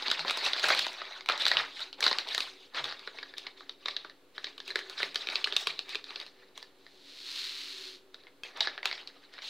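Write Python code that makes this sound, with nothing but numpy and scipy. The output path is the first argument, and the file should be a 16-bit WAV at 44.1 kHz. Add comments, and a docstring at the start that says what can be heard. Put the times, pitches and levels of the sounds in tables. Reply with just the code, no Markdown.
"""A kitchen counter, an appliance humming in the room. A paper sachet is crumpled, snipped open with
scissors and emptied into a glass bowl. Creases snap over a bed of tiny crackles, the counter thuds
softly, powder hisses on the glass and the blades tick once. Walls and bowl answer the paper.
One small microphone with a strong 4 kHz resonance feeds both channels."""
import sys
import numpy as np
from scipy import signal
from scipy.fft import rfft, irfft, next_fast_len
from scipy.io import wavfile
from scipy.ndimage import uniform_filter1d, map_coordinates

SR = 44100
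rng = np.random.default_rng(int(sys.argv[2]) if len(sys.argv) > 2 else 0)


def dump(signal):
    """Clip the signal to [-1, 1] and save it as 16-bit WAV at the path in sys.argv[1]."""
    limited = np.clip(np.atleast_2d(signal).T, -1, 1)
    pcm = np.round(limited * 32767).astype(np.int16)
    wavfile.write(sys.argv[1], SR, pcm)


N = 418509


def amp(db):
    """Decibels to gain."""
    return 10 ** (np.asarray(db) / 20)


def unit(x):
    """x scaled to rms 1."""
    return x / np.sqrt(np.mean(x ** 2) + 1e-20)


def unit_peak(rows):
    """Each row scaled to peak 1."""
    return rows / np.abs(rows).max(1, keepdims=True)


def unit_onset(rows):
    """Each row scaled to rms 1 over its first 8 ms."""
    return rows / np.sqrt(np.mean(rows[:, :SR // 125] ** 2, 1, keepdims=True))


def along(points, hz):
    """(f/Hz, value) points read at hz, on a log axis."""
    f, values = np.transpose(points)
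    return np.interp(np.log(hz + 1), np.log(f + 1), values)


def curve(points):
    """(t/s, value) points joined into one value per sample."""
    return np.interp(np.arange(N) / SR, *np.transpose(points))


def wobble(rate):
    """A smooth random curve, rate knots a second."""
    knots = rng.standard_normal(int(N * rate / SR) + 4)
    return map_coordinates(knots, [np.arange(N) * rate / SR])


def filtered(x, response):
    """x through a response given as a function of frequency."""
    size = next_fast_len(N + SR // 2)
    return irfft(rfft(x, size) * response(np.fft.rfftfreq(size, 1 / SR)), size)[..., :N]


def coloured(x, spectrum, size=2048):
    """Rows of x through the minimum-phase filter with this (f/Hz, level/dB) spectrum."""
    gain = amp(along(spectrum, np.fft.rfftfreq(size, 1 / SR)))
    cepstrum = irfft(np.log(gain + 1e-6), size)
    cepstrum[1:size // 2] *= 2
    cepstrum[size // 2 + 1:] = 0
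    pulse = irfft(np.exp(rfft(cepstrum)), size)
    return signal.fftconvolve(np.atleast_2d(x), pulse[None], axes=1)[:, :np.shape(x)[-1]]


def grains(per_s, spread_db, clump_db):
    """Random ticks: many small, a few large, in clumps."""
    hits = rng.random(N) < per_s / SR * amp(clump_db * wobble(35))
    return hits * rng.standard_normal(N) * amp(spread_db * np.minimum(rng.exponential(size=N), 3))


# The kitchen's air at the microphone: f/Hz, relative level/dB
ROOM_SPECTRUM = [(20, -12), (32, -27), (100, -15), (127, -14.5), (240, -12.5), (290, -6.5), (460, -7.5),
                 (850, -14.5), (2500, -20.5), (4200, -18.5), (5700, -38.5), (8000, -35.5), (16000, -45.5)]
# An appliance in the room: f/Hz, width/Hz, level/dB
HUM_BANDS = [(279.9, 9, -72.5), (380.5, 33, -67.5), (493, 14, -76), (556, 27, -82)]
# Rise and fall of the low tone near 380 Hz: room hum, and the bowl ringing as powder pours in:
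# t/s, level change/dB
LOW_TONE_SWELL = [(0.0, 4), (1.5, 1), (1.8, 0.5), (3.09, -1), (3.3, 4.5), (4.26, -5.5), (4.84, 10.5),
                  (5.1, -5), (5.92, 3), (6.32, -3), (7.32, -3), (7.85, 8), (8.24, -4.5), (8.67, 0.5),
                  (9.49, -9)]


def room_tone(air_db=-66):
    """Steady air and the fuzzy hum bands of an appliance; the low tone near 380 Hz rises and falls."""
    air = filtered(rng.standard_normal(N), lambda hz: amp(along(ROOM_SPECTRUM, hz)))
    tones = []
    for centre, width, db in HUM_BANDS:
        band = filtered(rng.standard_normal(N), lambda hz: 1 / (1 + (2 * (hz - centre) / width) ** 2))
        tones.append(amp(db) * unit(band))
    tones[1] *= amp(curve(LOW_TONE_SWELL))
    return amp(air_db) * unit(air) + sum(tones)


# Fingers on the sachet: t/s, hold/s, crackle level/dB, body/dB and fizz/dB against the crackle
SQUEEZES = [(0, 0.038, -42, -2.5, -12), (.066, 0.065, -34.5, -6, -18), (0.175, 0.022, -35.5, -4.5, -17),
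            (0.264, 0.022, -41, 2, -20), (0.272, 0.12, -36, -4.5, -15), (0.409, 0.033, -36.5, -3, -20),
            (0.439, 0.029, -28, -5, -14), (0.537, 0.066, -34, -6, -17.5), (0.636, 0.048, -26, -5, -12),
            (0.696, .03, -29.5, -2.5, -18), (0.767, 0.053, -33, -12, -12), (0.85, 0.035, -39.5, -4.5, -10),
            (.93, 0.25, -45.5, -2, -16.5), (1.293, 0.015, -31, -3, -22), (1.334, 0.058, -45.5, -1, -20),
            (1.405, .03, -34.5, -6.5, -14), (1.452, 0.061, -34.5, -10, -15), (1.516, .02, -33.5, -2, -17),
            (1.578, 0.014, -34, -0.5, -16), (1.653, 0.12, -48.5, -10, -12), (1.794, 0.028, -41, -7.5, -13),
            (1.987, .02, -48.5, 2, -16), (2.028, 0.039, -28, -6.5, -12.5), (2.126, 0.079, -41.5, -4, -15),
            (2.282, 0.076, -36, -9, -14), (2.381, .05, -36.5, -11, -9.5), (2.496, 0.16, -56, -11, -9.5),
            (2.752, 0.034, -36.5, -0.5, -16.5), (2.844, 0.044, -36, -5.5, -17),
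            (2.99, 0.32, -52.5, -5.5, -13.5), (3.376, 0.05, -47, -12, -16), (3.429, 0.026, -52.5, 0.5, -18),
            (3.579, 0.034, -54.5, -4.5, -15), (3.695, .02, -58, -12, -26), (3.815, 0.014, -56.5, -11, -24),
            (3.864, 0.026, -41.5, -6.5, -18), (3.968, 0.083, -53.5, -6, -21),
            (4.353, 0.15, -52, -8.5, -13.5), (4.582, 0.047, -56.5, -9, -12), (4.66, 0.057, -45.5, -8, -15),
            (4.753, 0.013, -38, -7.5, -13), (4.864, .1, -49, -5.5, -10), (4.978, .04, -38, -7.5, -17),
            (5.018, 0.0099, -36, -5.5, -10), (5.153, 0.24, -43, -6, -13), (5.324, 0.0092, -40, -4.5, -9),
            (5.463, 0.036, -40.5, -5, -13), (5.52, 0.017, -44, -6, -18), (5.569, 0.042, -38.5, -11.5, -7.5),
            (5.665, 0.016, -34.5, -10.5, -15.5), (5.775, 0.15, -54.5, -5.5, -10),
            (5.886, 0.038, -42.5, -8, -14), (6.069, 0.16, -47, -7, -14), (6.346, 0.084, -60, -7, -28),
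            (6.559, 0.063, -52.5, -9.5, -12), (8.143, 0.093, -62.5, -4, -26), (8.452, 0.022, -47, -2, -12),
            (8.567, .03, -45.5, 1.5, -24), (8.614, 0.016, -35, -6, -21), (8.675, 0.015, -42, -0.5, -24),
            (8.85, 0.026, -36, -5.5, -17), (8.924, 0.066, -46, -5.5, -15), (9.054, 0.21, -60.5, -4, -13),
            (9.332, 0.05, -52.5, -5, -17), (9.425, .08, -40, -13.5, -11)]


def squeezes(rise_db_per_s=1200, fall_db_per_s=187, hop=128):
    """Each squeeze bites fast, holds and lets go; their powers add. Gains of crackle, body and fizz."""
    start, hold, db, body_db, fizz_db = np.transpose(SQUEEZES)[:, :, None]
    t = np.arange(0, N + hop, hop) / SR
    before, after = np.maximum(start - t, 0), np.maximum(t - start - hold, 0)
    shape_db = db - rise_db_per_s * before - fall_db_per_s * after
    gains = [np.linalg.norm(amp(shape_db + band_db), axis=0) for band_db in (0, body_db, fizz_db)]
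    return [np.interp(np.arange(N) / SR, t, gain) for gain in gains]


# Lower edges of the paper's four bands: f/Hz
BAND_EDGES = [220, 700, 2300, 6000]


def paper_bands(x):
    """The hollow, papery, crack and bright bands of x, low to high."""
    foot, low, mid, high = BAND_EDGES
    cuts = [([foot, low], "bandpass"), ([low, mid], "bandpass"), ([mid, high], "bandpass"),
            (high, "highpass")]
    return [signal.sosfilt(signal.butter(3, hz, kind, fs=SR, output="sos"), x) for hz, kind in cuts]


def patchy(x, depth_db):
    """Each small area of the sheet has its own pitch: short random patches of gain over frequency."""
    frames = signal.stft(x, nperseg=256)[2]
    patches = uniform_filter1d(rng.standard_normal(frames.shape), size=4, axis=0)
    patches = uniform_filter1d(patches, size=5, axis=1)
    return signal.istft(frames * amp(depth_db * unit(patches)), nperseg=256)[1][:N]


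# Paper as the small microphone hears it, peaking near 4 kHz: f/Hz, relative level/dB
PAPER_SPECTRUM = [(120, -28.5), (300, -22.5), (600, -11.5), (1300, -8), (2600, -5), (3300, -1.5),
                  (3900, 4.5), (4600, -2.5), (5500, -13), (7000, -22.5), (8300, -26), (11500, -34.5),
                  (15600, -38)]


def crackle():
    """Bent paper ticks all over, on the soft rub of fingers."""
    level, body, fizz = squeezes()
    ticks = unit(grains(per_s=1500, spread_db=1.5, clump_db=2.5))
    rub = rng.standard_normal(N) * amp(2.5 * wobble(40))
    sheet = patchy(ticks + 1.7 * rub, depth_db=4.0)
    hollow, papery, crack, bright = paper_bands(coloured(sheet, PAPER_SPECTRUM)[0])
    return level * unit(crack) + body * unit(hollow + papery) + fizz * unit(bright)


# Creases and cuts: t/s, crack peak level/dB, panel f/Hz, panel level/dB, bright level/dB, decay/s
# Panel and bright levels are rms over the first 8 ms, against the crack's peak.
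CREASES = [(0.0235, -26.5, 870, -14, -42, 0.0013), (0.061, -28.5, 1380, -12, -40, 0.0016),
           (0.0742, -22, 1340, -27, -30, 0.0013), (0.0815, -19, 912, -17.5, -30, 0.0012),
           (0.1004, -17.5, 1420, -26, -31, 0.0023), (0.1135, -11.5, 1470, -19, -25, 0.0019),
           (0.193, -19.5, 1330, -17, -34, 0.00079), (0.2485, -32, 970, -1.5, -28.5, 0.00088),
           (0.281, -19, 1730, -21, -32, 0.0017), (0.297, -17.5, 2480, -12, -29, 0.00065),
           (0.3083, -18, 1270, -15, -19, 0.00088), (0.3725, -23.5, 990, -13.5, -14.5, 0.0012),
           (0.4506, -22, 1700, -24, -11.5, 0.0016), (0.4617, -16.5, 1410, -28, -29.5, 0.0026),
           (0.5324, -12, 1410, -24.5, -33, 0.0023), (0.5634, -26.5, 1180, -12, -33, 0.00095),
           (0.5955, -21, 1500, -20.5, -20, 0.0018), (0.641, -16.5, 1560, -7, -42, 0.0019),
           (0.6553, -18.5, 1550, -21, -28, 0.0013), (0.666, -21, 1520, -17, -19, 0.0013),
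           (0.686, -19.5, 1300, -10, -10, 0.0011), (0.69, -18.5, 2080, -25, -27, 0.0015),
           (0.7034, -19, 1340, -3.5, -32, 0.0025), (0.748, -17.5, 1400, -16.5, -20, 0.0014),
           (0.7914, -10.5, 1580, -21, -20, 0.0026), (0.8294, -34, 2130, -26, -16, 0.0013),
           (0.8658, -22, 850, -10, -20, 0.002), (0.882, -24, 2050, -29, -32, 0.0011),
           (0.9308, -34, 1590, -15.5, -14, 0.0016), (0.948, -44, 1830, -9, -22, 0.0022),
           (1.017, -35, 1230, -0.5, -35, 0.0022), (1.208, -30.5, 2150, -13, -30, 0.001),
           (1.26, -33, 2360, -7.5, -18, 0.00077), (1.2882, -22.5, 2380, -2.5, -13.5, 0.00053),
           (1.2973, -19, 1300, -5, -25, 0.0012), (1.321, -17.5, 1530, -39, -29, 0.0016),
           (1.377, -22, 1680, -25, -18.5, 0.0013), (1.397, -26, 1440, -18, -18, 0.0014),
           (1.4202, -22, 790, -18, -23, 0.0018), (1.453, -14, 2440, -19, -27, 0.0013),
           (1.4653, -8.5, 2050, -16, -25, 0.00074), (1.4813, -14.5, 2090, -19, -19, 0.0016),
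           (1.515, -12.5, 1700, -11, -23, 0.0017), (1.5694, -25.5, 2830, 4, -30, 0.0013),
           (1.589, -20, 1530, -17, -33, 0.0012), (1.7928, -28.5, 1246, -22, -25, 0.0013),
           (1.8044, -27.5, 1560, -15.5, -19.5, 0.0016), (1.9286, -29.5, 2520, -14, -28, 0.00092),
           (2.0057, -21.5, 1710, -14.5, -13.5, 0.002), (2.026, -17.5, 2230, -8.5, -38, 0.0039),
           (2.04, -10.5, 2110, -19.5, -24, 0.0011), (2.0647, -12.5, 1740, -11, -31, 0.0018),
           (2.079, -12.5, 1750, -22.5, -26, 0.0015), (2.112, -18.5, 1020, -11, -36, 0.0039),
           (2.128, -15.5, 2020, -16, -26, 0.0016), (2.1853, -14, 2580, -16.5, -24.5, 0.00069),
           (2.272, -31, 2560, -12, -25, 0.0016), (2.287, -24.5, 1350, -35, -23, 0.0015),
           (2.33, -27.5, 2240, -35, -28, 0.0013), (2.347, -16.5, 1640, -16, -18, 0.0019),
           (2.379, -11, 1190, -21.5, -21.5, 0.00076), (2.4044, -17.5, 2510, -13.5, -20, 0.0021),
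           (2.7464, -27.5, 1150, -16, -30, 0.0009), (2.7731, -54, 2660, -13, -31, 0.0014),
           (2.8416, -23, 2660, -10.5, -19.5, 0.0023), (2.8547, -33, 2150, -9, -22, 0.0017),
           (2.874, -37, 1460, -15, -27, 0.0015), (2.9237, -29.5, 1330, -13, -29, 0.0011),
           (2.993, -36, 2180, -16, -22, 0.0013), (3.0744, -31, 1370, -6.5, -22, 0.0026),
           (3.174, -42, 1900, -11.5, -35, 0.0015), (3.186, -38, 2300, -1.5, -37, 0.0017),
           (3.2284, -32.5, 1670, -8.5, -31, 0.0033), (3.3383, -37, 1650, -10, -30, 0.0017),
           (3.3814, -21.5, 1440, -37, -20, 0.0012), (3.4668, -30, 2310, -7, -30, 0.0031),
           (3.6067, -38.5, 1330, -10, -31, 0.0014), (3.694, -24.5, 1270, -24.5, -35, 0.0014),
           (3.857, -19.5, 1130, -20.5, -37, 0.0026), (3.8826, -23.5, 2180, -8.5, -23, 0.0039),
           (3.9649, -18.5, 1700, -24.5, -35, 0.0029), (4.047, -45, 1260, 2.5, -26, 0.0025),
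           (4.097, -37.5, 1770, -13, -33, 0.0012), (4.3798, -29, 1770, -9.5, -41, 0.0016),
           (4.4428, -23, 1710, -18.5, -30, 0.0016), (4.4685, -33, 2240, -7.5, -29, 0.00092),
           (4.579, -38, 2760, -6.5, -16, 0.0029), (4.602, -28, 1690, -19, -32, 0.0016),
           (4.678, -32, 2600, -9, -16, 0.0013), (4.7044, -28, 1760, -12.5, -22, 0.001),
           (4.7569, -16, 1820, -10.5, -22, 0.0018), (4.79, -34.5, 1730, -4, -12, 0.0018),
           (4.8973, -26, 2200, -18, -14, 0.0015), (4.979, -36.5, 2240, -8, -31, 0.0011),
           (5.0024, -29.5, 1640, -5.5, -20, 0.0014), (5.0298, -20, 2070, -5.5, -20.5, 0.0012),
           (5.1447, -27, 2460, -15, -19, 0.0013), (5.1567, -15.5, 1460, -22, -22.5, 0.0025),
           (5.2204, -36, 2590, -20, -30, 0.0018), (5.2709, -25.5, 2600, -9, -23, 0.0019),
           (5.2876, -21, 2380, -9.5, -29, 0.00092), (5.2996, -26, 2180, -13.5, -28, 0.0012),
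           (5.3557, -13.5, 2680, -18, -31, 0.0011), (5.442, -13.5, 2840, -17.5, -26.5, 0.0034),
           (5.472, -26, 1770, -8, -18, 0.0039), (5.524, -20.5, 2590, -11, -31.5, 0.00092),
           (5.533, -32, 2570, -12, -20, 0.0015), (5.5645, -10, 2750, -17.5, -19, 0.0027),
           (5.6705, -15, 2480, -11, -21, 0.0025), (5.7912, -19, 2620, -15.5, -24, 0.0013),
           (5.8925, -26.5, 2570, -24, -20, 0.0006), (5.9474, -20.5, 1760, -19.5, -24.5, 0.00075),
           (5.9544, -23, 2460, -7.5, -22, 0.0023), (6.0415, -27.5, 1760, -26, -26, 0.00072),
           (6.106, -33, 2290, -9.5, -33, 0.0011), (6.1583, -27.5, 2500, -10, -31, 0.002),
           (6.2003, -23.5, 2160, -23, -24.5, 0.0013), (6.2134, -29, 2050, -17, -28.5, 0.00071),
           (6.264, -34, 2590, -15, -21, 0.0021), (6.5762, -28, 1110, -21, -19, 0.0015),
           (6.627, -32.5, 1720, -16, -20, 0.0019), (6.8654, -40.5, 1860, -11.5, -28, 0.00099),
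           (8.1433, -31, 1410, -22, -25, 0.0014), (8.2362, -43, 1800, -17, -33, 0.0013),
           (8.269, -55, 2130, 4, -31, 0.0009), (8.4343, -39, 2570, -22, -6.5, 0.0017),
           (8.573, -34, 1810, -15, -18, 0.0015), (8.6053, -12, 1870, -20, -29.5, 0.0036),
           (8.6725, -20.5, 1740, -8.5, -37, 0.00068), (8.778, -36.5, 1700, -0.5, -23, 0.0008),
           (8.8295, -34, 1970, -2, -21, 0.0018), (8.856, -17.5, 2450, -8, -15.5, 0.0018),
           (8.913, -32, 2120, -1.5, -39, 0.0011), (8.927, -26.5, 2160, -9.5, -36, 0.0013),
           (8.978, -45, 2200, -1, -32, 0.0013), (9.074, -26.5, 1180, -30.5, -27, 0.00072),
           (9.338, -37.5, 1650, -15.5, -23, 0.00085), (9.3804, -47, 1850, 0, -33, 0.0017),
           (9.387, -47, 1790, 2.5, -23, 0.0022), (9.42, -33.5, 2070, -13, -33, 0.002)]


def snaps(panel_q=5.5):
    """A crease buckles in a millisecond or so and rings the freed panel; the sheet rustles, settling."""
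    start, db, hz, panel_db, bright_db, decay = np.transpose(CREASES)[:, :, None]
    t = np.arange(2048) / SR
    fine, uneven, noise = np.moveaxis(rng.standard_normal((len(start), 3, len(t))), 1, 0)
    burst = noise * (1 - np.exp(-t / 0.00026)) * np.exp(-t / decay)
    ticks = fine * amp(5.3 * uneven)
    rustle_share = 0.5 * amp(-14.5 - 0.22 * (db + 22.5))  # smaller for a harder crack
    rustle = rustle_share * t / 0.0069 * np.exp(-t / 0.0065) * ticks
    source = coloured(burst + rustle, PAPER_SPECTRUM)
    hollow, papery, crack, bright = paper_bands(source)
    ring = np.exp(-np.pi * hz / panel_q * t) * np.cos(2 * np.pi * hz * t)
    ringing = signal.fftconvolve(source, ring, axes=1)[:, :len(t)]
    panel = unit_peak(ringing) + 0.32 * unit_peak(papery)
    hollow_db = -12.5 - 9 * np.log2(hz / 1500)  # large, low panels sound more hollow
    body = unit_onset(panel) + amp(hollow_db) * unit_onset(hollow)
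    snap = amp(db) * (unit_peak(crack) + amp(panel_db) * body + amp(bright_db) * unit_onset(bright))
    at = np.round(start * SR).astype(int) + np.arange(len(t))
    return np.bincount(at.ravel(), snap.ravel(), N + len(t))[:N]


# Counter, bowl and tiles, a short way from the microphone: delay/s, level/dB
ECHOES = [(.0027, -33.5), (.0048, -27), (.009, -27), (0.0169, -33.5)]
# The kitchen walls, farther off: f/Hz, t60/s
WALL_DECAY = [(300, 0.68), (800, 0.34), (2000, 0.24), (5500, 0.26), (14000, 0.24)]


def walls(x, wet_db, predelay_samples=150):
    """Near surfaces echo, then a tail dies by band; each quarter second gets its own random tail."""
    reverb, step = np.zeros(N + 2 * SR), SR // 4
    for start in range(0, N, step):
        hz, t, frames = signal.stft(rng.standard_normal(SR // 2), SR, nperseg=256)
        fade = amp(-60 * t / along(WALL_DECAY, hz)[:, None])
        tail = signal.istft(frames * fade, SR, nperseg=256)[1]
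        wet = signal.fftconvolve(x[start:start + step], amp(wet_db) * tail / np.linalg.norm(tail))
        reverb[start + predelay_samples:][:len(wet)] += wet
    echoes = sum(amp(db) * np.pad(x, (round(delay * SR), 0))[:N] for delay, db in ECHOES)
    return x + echoes + reverb[:N]


# Pushes on the counter: t/s, peak level/dB, f/Hz, rise/s
PUSHES = [(0.184, -56, 171, 0.032), (0.638, -62, 150, 0.033), (1.544, -58, 130, 0.027),
          (2.794, -58, 131.4, 0.03), (4.98, -66, 179, 0.049), (5.668, -65, 152, 0.031),
          (8.581, -68, 134, 0.035)]


def counter_thuds():
    """Softly pushed, the counter top swells and fades at a low, unsteady pitch."""
    out, t = np.zeros(N + SR), np.arange(SR // 2) / SR
    phase_drift = 1.6 * np.pad(wobble(44), (0, SR))
    for start, db, hz, rise in PUSHES:
        at = round(start * SR)
        swell = t / rise * np.exp(1 - t / rise)
        out[at:][:len(t)] += amp(db) * swell * np.sin(2 * np.pi * hz * t + phase_drift[at:][:len(t)])
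    return out[:N]


# Resonances of the air in the glass bowl: f/Hz, width/Hz, level/dB
BOWL_MODES = [(400, 61, 7), (1167, 40, -1.5), (1728, 96, -3)]
# How near the sachet is held to the bowl: t/s, share (0 away, 1 right over it)
BOWL_NEARNESS = [(0, 0), (2.8, 0.07), (3.3, 1), (6.3, 0.76), (7, 1), (8.3, 1), (8.6, 0.07)]


def bowl(x):
    """Sound made over the bowl sets the air in it ringing."""
    def resonances(hz):
        return sum(amp(db) * 1j * hz * width / (centre ** 2 - hz ** 2 + 1j * hz * width)
                   for centre, width, db in BOWL_MODES)
    return filtered(curve(BOWL_NEARNESS) * x, resonances)


# The stream falling into the bowl: t/s, level/dB
POUR_LEVEL = [(6.8, -68.5), (7.03, -58), (7.1, -50), (7.17, -50), (7.38, -37), (7.5, -40.5), (7.87, -44.5),
              (7.95, -50.5), (8.05, -75)]
# Powder on glass, at the microphone: f/Hz, relative level/dB
POWDER_SPECTRUM = [(500, -47), (1000, -22), (2200, -12.5), (3300, -8), (4150, -1.5), (4900, -10),
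                   (6000, -18), (8000, -26), (15500, -38)]


def powder(silent_db=-110):
    """Thousands of fine crystals a second strike the glass."""
    db = curve([(6.6, silent_db), *POUR_LEVEL, (8.2, silent_db)])
    impacts = grains(per_s=8000, spread_db=1.0, clump_db=0.5)
    return amp(db) * unit(coloured(impacts, POWDER_SPECTRUM)[0])


# The scissors touch something hard: t/s, level/dB
TOUCHES = [(8.4348, -36.5)]
# Modes of the steel blades: f/Hz, level/dB against the touch, t60/s
BLADE_MODES = [(1660, -10.5, 0.042), (2600, 3, 0.046), (3210, 3, .03)]


def scissors():
    """A touch rings the blades briefly."""
    out, t = np.zeros(N + SR), np.arange(SR // 4) / SR
    ring = sum(amp(db - 60 * t / t60) * np.sin(2 * np.pi * hz * t) for hz, db, t60 in BLADE_MODES)
    for start, db in TOUCHES:
        out[round(start * SR):][:len(t)] += amp(db) * ring
    return out[:N]


def scene():
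    """The counter from one microphone: the same sound in both channels."""
    handling = walls(crackle() + snaps() + scissors(), wet_db=-11.0)
    handling = filtered(handling, lambda hz: hz ** 2 / (hz ** 2 + 70 ** 2))  # small sheets: no deep bass
    mono = room_tone() + handling + counter_thuds() + bowl(handling) + powder()
    return np.tile(mono, (2, 1))


# Each channel's own hiss: f/Hz, relative level/dB
HISS_SPECTRUM = [(60, -16), (200, -4), (550, 0), (1700, -1), (4200, -5), (8000, -11), (15000, -12)]


def record(dry, hiss_db=-70.5, top_hz=15800, dc_offset=-0.0006):
    """Each channel adds faint hiss and a tiny offset; nothing is kept above the band limit."""
    hiss = filtered(rng.standard_normal((2, N)), lambda hz: amp(along(HISS_SPECTRUM, hz)))
    return filtered(dry + amp(hiss_db) * unit(hiss), lambda hz: hz < top_hz) + dc_offset


dry = scene()
out = record(dry)
dump(out)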